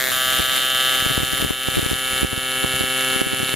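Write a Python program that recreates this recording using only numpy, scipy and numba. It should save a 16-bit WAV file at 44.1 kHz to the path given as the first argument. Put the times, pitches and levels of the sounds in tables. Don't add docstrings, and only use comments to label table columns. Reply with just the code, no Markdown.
import sys
import numpy as np
from scipy import signal
from scipy.fft import rfft, irfft, next_fast_len
from scipy.io import wavfile
from scipy.ndimage import uniform_filter1d
from numba import njit

SR = 44100
rng = np.random.default_rng(int(sys.argv[2]) if len(sys.argv) > 2 else 0)


def persist_wave(psi):
    counts = np.round(np.clip(psi, -1, 1) * 32767).astype(np.int16)
    wavfile.write(sys.argv[1], SR, np.atleast_2d(counts).T)


N = 156555

ARC_HZ, FIRST_STRIKE_S = 130.062, .00145
REVERSAL_S = .002397
JITTER_S = 2.5e-6
TOP_HZ = 15600


def undb(db):
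    return 10 ** (np.asarray(db) / 20)


def unit(x):
    return x / np.sqrt(np.mean(x ** 2))


def clock():
    return np.arange(N) / SR


def curve(table, axis=1):
    table = np.array(table, float)
    return undb(np.interp(clock(), table[:, 0], table[:, axis]))


def colour(x, points, size=4096):
    hz, db = np.array(sorted(map(tuple, points)), float).T
    f = np.maximum(np.fft.rfftfreq(size, 1 / SR), 1)
    log_gain = np.log(undb(np.interp(np.log(f), np.log(hz), db)))
    cepstrum = irfft(log_gain)
    cepstrum[1:size // 2] *= 2
    cepstrum[size // 2 + 1:] = 0
    response = irfft(np.exp(rfft(cepstrum)))
    return signal.fftconvolve(x, response)[:N]


def clicks(times, sizes, count=8):
    at = times[:, None] * SR
    index = np.floor(at).astype(int) + np.arange(1 - count, count + 1)
    window = np.cos(np.pi * (index - at) / (2 * count)) ** 2
    taps = sizes[:, None] * np.sinc(index - at) * window
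    inside = (index >= 0) & (index < N)
    return np.bincount(index[inside], taps[inside], N)


def cycle_starts():
    return FIRST_STRIKE_S + np.arange(int(N / SR * ARC_HZ)) / ARC_HZ


def strikes(delay, scatter_db):
    starts = cycle_starts()
    chance = np.clip(rng.standard_normal((len(starts), 2)).T, -2, 2)
    return clicks(starts + delay + JITTER_S * chance[0], undb(scatter_db * chance[1]))


def stereo(centre, side):
    return np.array([centre + side, centre - side])


# frequency in Hz, relative level in dB of the first strike
RING = [(174, -17.5, 5, 3), (405, -6.5, 7.5, -9.5), (704, -5.5, 10.5, 12), (912, -11, -4.5, -16.5),
        (1184, 9.5, 7.5, 5.5), (1608, 0, 14.5, 14.5), (1990, -2, -9.5, 4.5), (2210, 3.5, 16, -12),
        (2565, -36, -7.5, -9.5), (2716, -42, 23, 19.5), (3053, 22.5, 17, 23), (3520, 19, -3.5, 15),
        (4500, 7.5, 5.5, -9.5), (4770, -1, -12, -3), (6400, -7.5, -32, -7.5), (7010, 8, 10.5, 5),
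        (7290, -11, -4.5, -20.5), (9140, -4, -21, -13), (9880, -3, 6, 8), (10930, -6.5, 13.5, 6.5),
        (11400, 5.5, -2.5, -1), (11500, -13, -23, -12), (12500, 7, -6, -11), (12900, -8, -24, -20),
        (13140, 4.5, -2, 7), (15900, -4.5, -20, -28)]
# frequency in Hz, gain in dB.
UNSETTLED = [(300, -6), (620, 11.5), (1200, -9), (1750, 13.5), (3000, -4.5), (3800, -1)]
HEATS_S, SETTLES_S = (0.13, 2.8), .115
SCATTER_DB = 1
SPREAD_HZ, SPREAD_WIDTH_HZ = 2490, 1000


def ring_of_metal():
    table, t = np.array(RING), clock()
    click = strikes(0, SCATTER_DB)
    cold = colour(click, table[:, [0, 1]])
    hot = colour(click, table[:, [0, 2]])
    second = colour(strikes(REVERSAL_S, SCATTER_DB), table[:, [0, 3]])
    heat = np.interp(t, HEATS_S, [0, 1])
    settled = (1 - heat) * cold + heat * hot + second
    ring = np.where(t < SETTLES_S, colour(cold, UNSETTLED), settled)
    radius = np.exp(-np.pi * SPREAD_WIDTH_HZ / SR)
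    poles = np.array([1, -2 * radius * np.cos(2 * np.pi * SPREAD_HZ / SR), radius ** 2])
    return signal.lfilter(poles[::-1], poles, ring)


BAND_EDGES_HZ = [455, 2450, 4600]
# time in seconds, then the level in dB, before the trim BUZZ_DB,
# of hum, middle, presence and treble.
BUZZ = [(0, -36, -19, -24.5, -23), (.1, -39, -19.5, -32, -22.5), (.13, -41, -21.5, -22, -22),
        (.3, -39.5, -18.5, -18, -21.5), (.72, -41, -19.5, -15.5, -23.5), (.9, -33.5, -15, -12, -19.5),
        (1.43, -29, -17.5, -15.5, -18.5), (1.57, -33.5, -21, -17, -23), (1.9, -29.5, -15, -13.5, -16.5),
        (2.55, -24.5, -15.5, -14, -18), (3.15, -24.5, -17, -16, -20.5), (3.53, -28, -20, -17.5, -22)]
BUZZ_DB = -4.5
# frequency in Hz, side against centre in dB.
BUZZ_WIDTH = [(300, -27), (900, -15), (3200, -25.5), (4500, -20), (11000, -15.5)]


def buzz():
    ring = ring_of_metal()
    edges = [ARC_HZ / 2] + list(BAND_EDGES_HZ) + [TOP_HZ]
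    centre = 0
    for k, band_hz in enumerate(zip(edges, edges[1:])):
        sections = signal.butter(8, band_hz, "band", fs=SR, output="sos")
        band = signal.sosfiltfilt(sections, ring)
        band = band / np.sqrt(uniform_filter1d(band ** 2, int(10 * SR / ARC_HZ)))
        centre = centre + undb(BUZZ_DB) * band * curve(BUZZ, axis=k + 1)
    quarter_turn = signal.hilbert(centre, next_fast_len(N))[:N].imag
    return stereo(centre, colour(quarter_turn, BUZZ_WIDTH))


# time in seconds, relative level in dB.
SIZZLE = [(0, -31), (.13, -29), (.22, -34), (.39, -26), (.485, -30.5), (.565, -24.5), (.73, -32), (.9, -25),
          (1.5, -27.5), (1.59, -32), (1.8, -23), (2.02, -25.5), (2.5, -27.5), (2.85, -27.5), (3.53, -29)]
# frequency in Hz, gain in dB.
SIZZLE_COLOUR = [(40, -26), (260, -8), (910, -11), (2100, -3), (3600, -5), (5100, -12.5), (12000, -8),
                 (15600, -29)]
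# frequency in Hz, side against centre in dB.
SIZZLE_WIDTH = [(300, 8), (700, 5), (1500, -6.5), (4000, -9), (8000, 0.5)]
SIZZLE_DB, SIZZLE_SCATTER_DB, SIZZLE_DECAY_S = 3, 7.5, 0.00091
SIZZLE_SECOND, SIZZLE_BETWEEN = 0.69, 1


def sizzle():
    age = np.arange(int(SR / ARC_HZ)) / SR
    first = strikes(0, SIZZLE_SCATTER_DB)
    second = SIZZLE_SECOND * strikes(REVERSAL_S, SIZZLE_SCATTER_DB)
    spits = signal.fftconvolve(first + second, np.exp(-age / SIZZLE_DECAY_S))[:N]
    gate = SIZZLE_BETWEEN + spits
    centre, side = (unit(colour(gate * rng.standard_normal(N), SIZZLE_COLOUR)) for _ in range(2))
    return undb(SIZZLE_DB) * curve(SIZZLE) * stereo(centre, colour(side, SIZZLE_WIDTH))


SNAP_HZ, SNAP_DB, SNAP_SCATTER_DB = 3500, -4, 4.5


def snaps():
    band = signal.butter(2, [SNAP_HZ, SNAP_HZ * 1.151], "band", fs=SR, output="sos")
    ringing = signal.sosfilt(band, strikes(0, SNAP_SCATTER_DB))
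    return undb(SNAP_DB) * curve(SIZZLE) * unit(ringing)


# start in seconds, relative level in dB of the pulse
# common to both channels, relative level in dB of the pulse opposed between left and right.
POPS = [(.401, -14.5, -8), (1.024, -18, -14), (1.063, -9, -4), (1.101, -9, -9), (1.109, -9.5, -10),
        (1.178, -7, -2), (1.202, -12.5, -6), (1.232, -9, -1), (1.333, -12, -4), (1.4, -11, -17),
        (1.409, -15, -17), (1.425, -8, -3.5), (1.433, -16, -17), (1.447, -6, -1), (1.462, -10.5, -23),
        (1.507, -9, 1), (1.685, -7, -0.5), (1.77, -9, 0.5), (1.779, -12, 1), (1.783, -11, 0),
        (1.793, -5.5, 2.5), (1.829, -5.5, -1.5), (1.862, -8.5, 0), (1.914, -7, 1.5), (1.931, -4, -2),
        (2.131, -16.5, -20), (2.231, -4.5, 5), (2.247, -3, 3.5), (2.33, -6, -3), (2.377, -4.5, -4.5),
        (2.64, -20, -1.5), (2.646, -5.5, -5), (2.74, -12, -20), (2.809, -12, -1.5), (2.839, -9, -6.5),
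        (3.162, -15.5, -15), (3.216, -7.5, 2.5), (3.269, -14, -2), (3.332, -14, -3), (3.401, -12, -9),
        (3.431, -13, -4), (3.54, -11.5, -5)]
CLICK_DB = 15


def pop_clicks():
    times, centre_db, _ = np.array(POPS, float).T
    return -colour(clicks(times, undb(centre_db + CLICK_DB)), SIZZLE_COLOUR)


POP_WIDTH_S, POP_SIDE_HZ, POP_SIDE_DECAY_S = 0.0005, 308, 0.0015
POP_LOW_HZ, POP_LOW_DECAY_S, POP_LOW_SHARE = 54, .006, .65
SMALL_POP_DB, SMALL_POP_SCATTER_DB = -13, 8
FLURRY_DB, RESTLESS_S = 15.5, .04
POPS_THIN_S, POP_BASS_HZ = (2.53, 3.03), 93


def misfire_pops(size=2048):
    times, centre_db, side_db = np.array(POPS, float).T
    age, starts = np.arange(size) / SR, cycle_starts()
    pulse = age / POP_WIDTH_S * np.exp(1 - age / POP_WIDTH_S)
    low_tail = np.sin(2 * np.pi * POP_LOW_HZ * age) * np.exp(-age / POP_LOW_DECAY_S)
    common = pulse - POP_LOW_SHARE * low_tail
    opposed = np.sin(2 * np.pi * POP_SIDE_HZ * age) * np.exp(-(age / (2 * POP_SIDE_DECAY_S)) ** 2)

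    nearness = np.exp(-abs(starts[:, None] - times).min(1) / RESTLESS_S)
    restless = undb(FLURRY_DB * np.interp(clock(), starts, nearness))

    def play(db, shape):
        chance = np.clip(rng.standard_normal(len(starts)), -2, 2)
        small = undb(SMALL_POP_DB + SMALL_POP_SCATTER_DB * chance) * rng.choice([-1, 1], len(starts))
        small_hits = restless * curve(SIZZLE) * clicks(starts, small)
        big_hits = clicks(times, undb(db) * rng.choice([-1, 1], len(times)))
        return signal.fftconvolve(small_hits + big_hits, shape)[:N]

    centre = play(centre_db, common)
    bass = signal.sosfiltfilt(signal.butter(2, POP_BASS_HZ, fs=SR, output="sos"), centre)
    thinned = centre - bass * np.interp(clock(), POPS_THIN_S, [0, 1])
    return stereo(thinned, play(side_db, opposed))


def scene():
    return buzz() + sizzle() + snaps() + pop_clicks() + misfire_pops()


@njit
def ride(peak, threshold, attack, release):
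    gain, db = np.empty(len(peak)), 0.
    for i in range(len(peak)):
        gain[i] = 10 ** (db / 20)
        overshoot = max(peak[i] * gain[i] - threshold, 0.)
        db = min(0., db + (release - attack * overshoot) / SR)
    return gain


GAIN_THRESHOLD, CEILING = 0.32, .88
GAIN_ATTACK_DB_PER_S, GAIN_RELEASE_DB_PER_S = 13000, 17.5


def record(dry):
    peak = np.abs(dry).max(0)
    gain = ride(peak, float(GAIN_THRESHOLD), float(GAIN_ATTACK_DB_PER_S), float(GAIN_RELEASE_DB_PER_S))
    ridden = dry * gain
    held = ridden / (1 + (ridden / CEILING) ** 4) ** (1 / 4)
    return signal.sosfilt(signal.ellip(10, .2, 80, TOP_HZ, fs=SR, output="sos"), held)


dry = scene()
out = record(dry)
persist_wave(out)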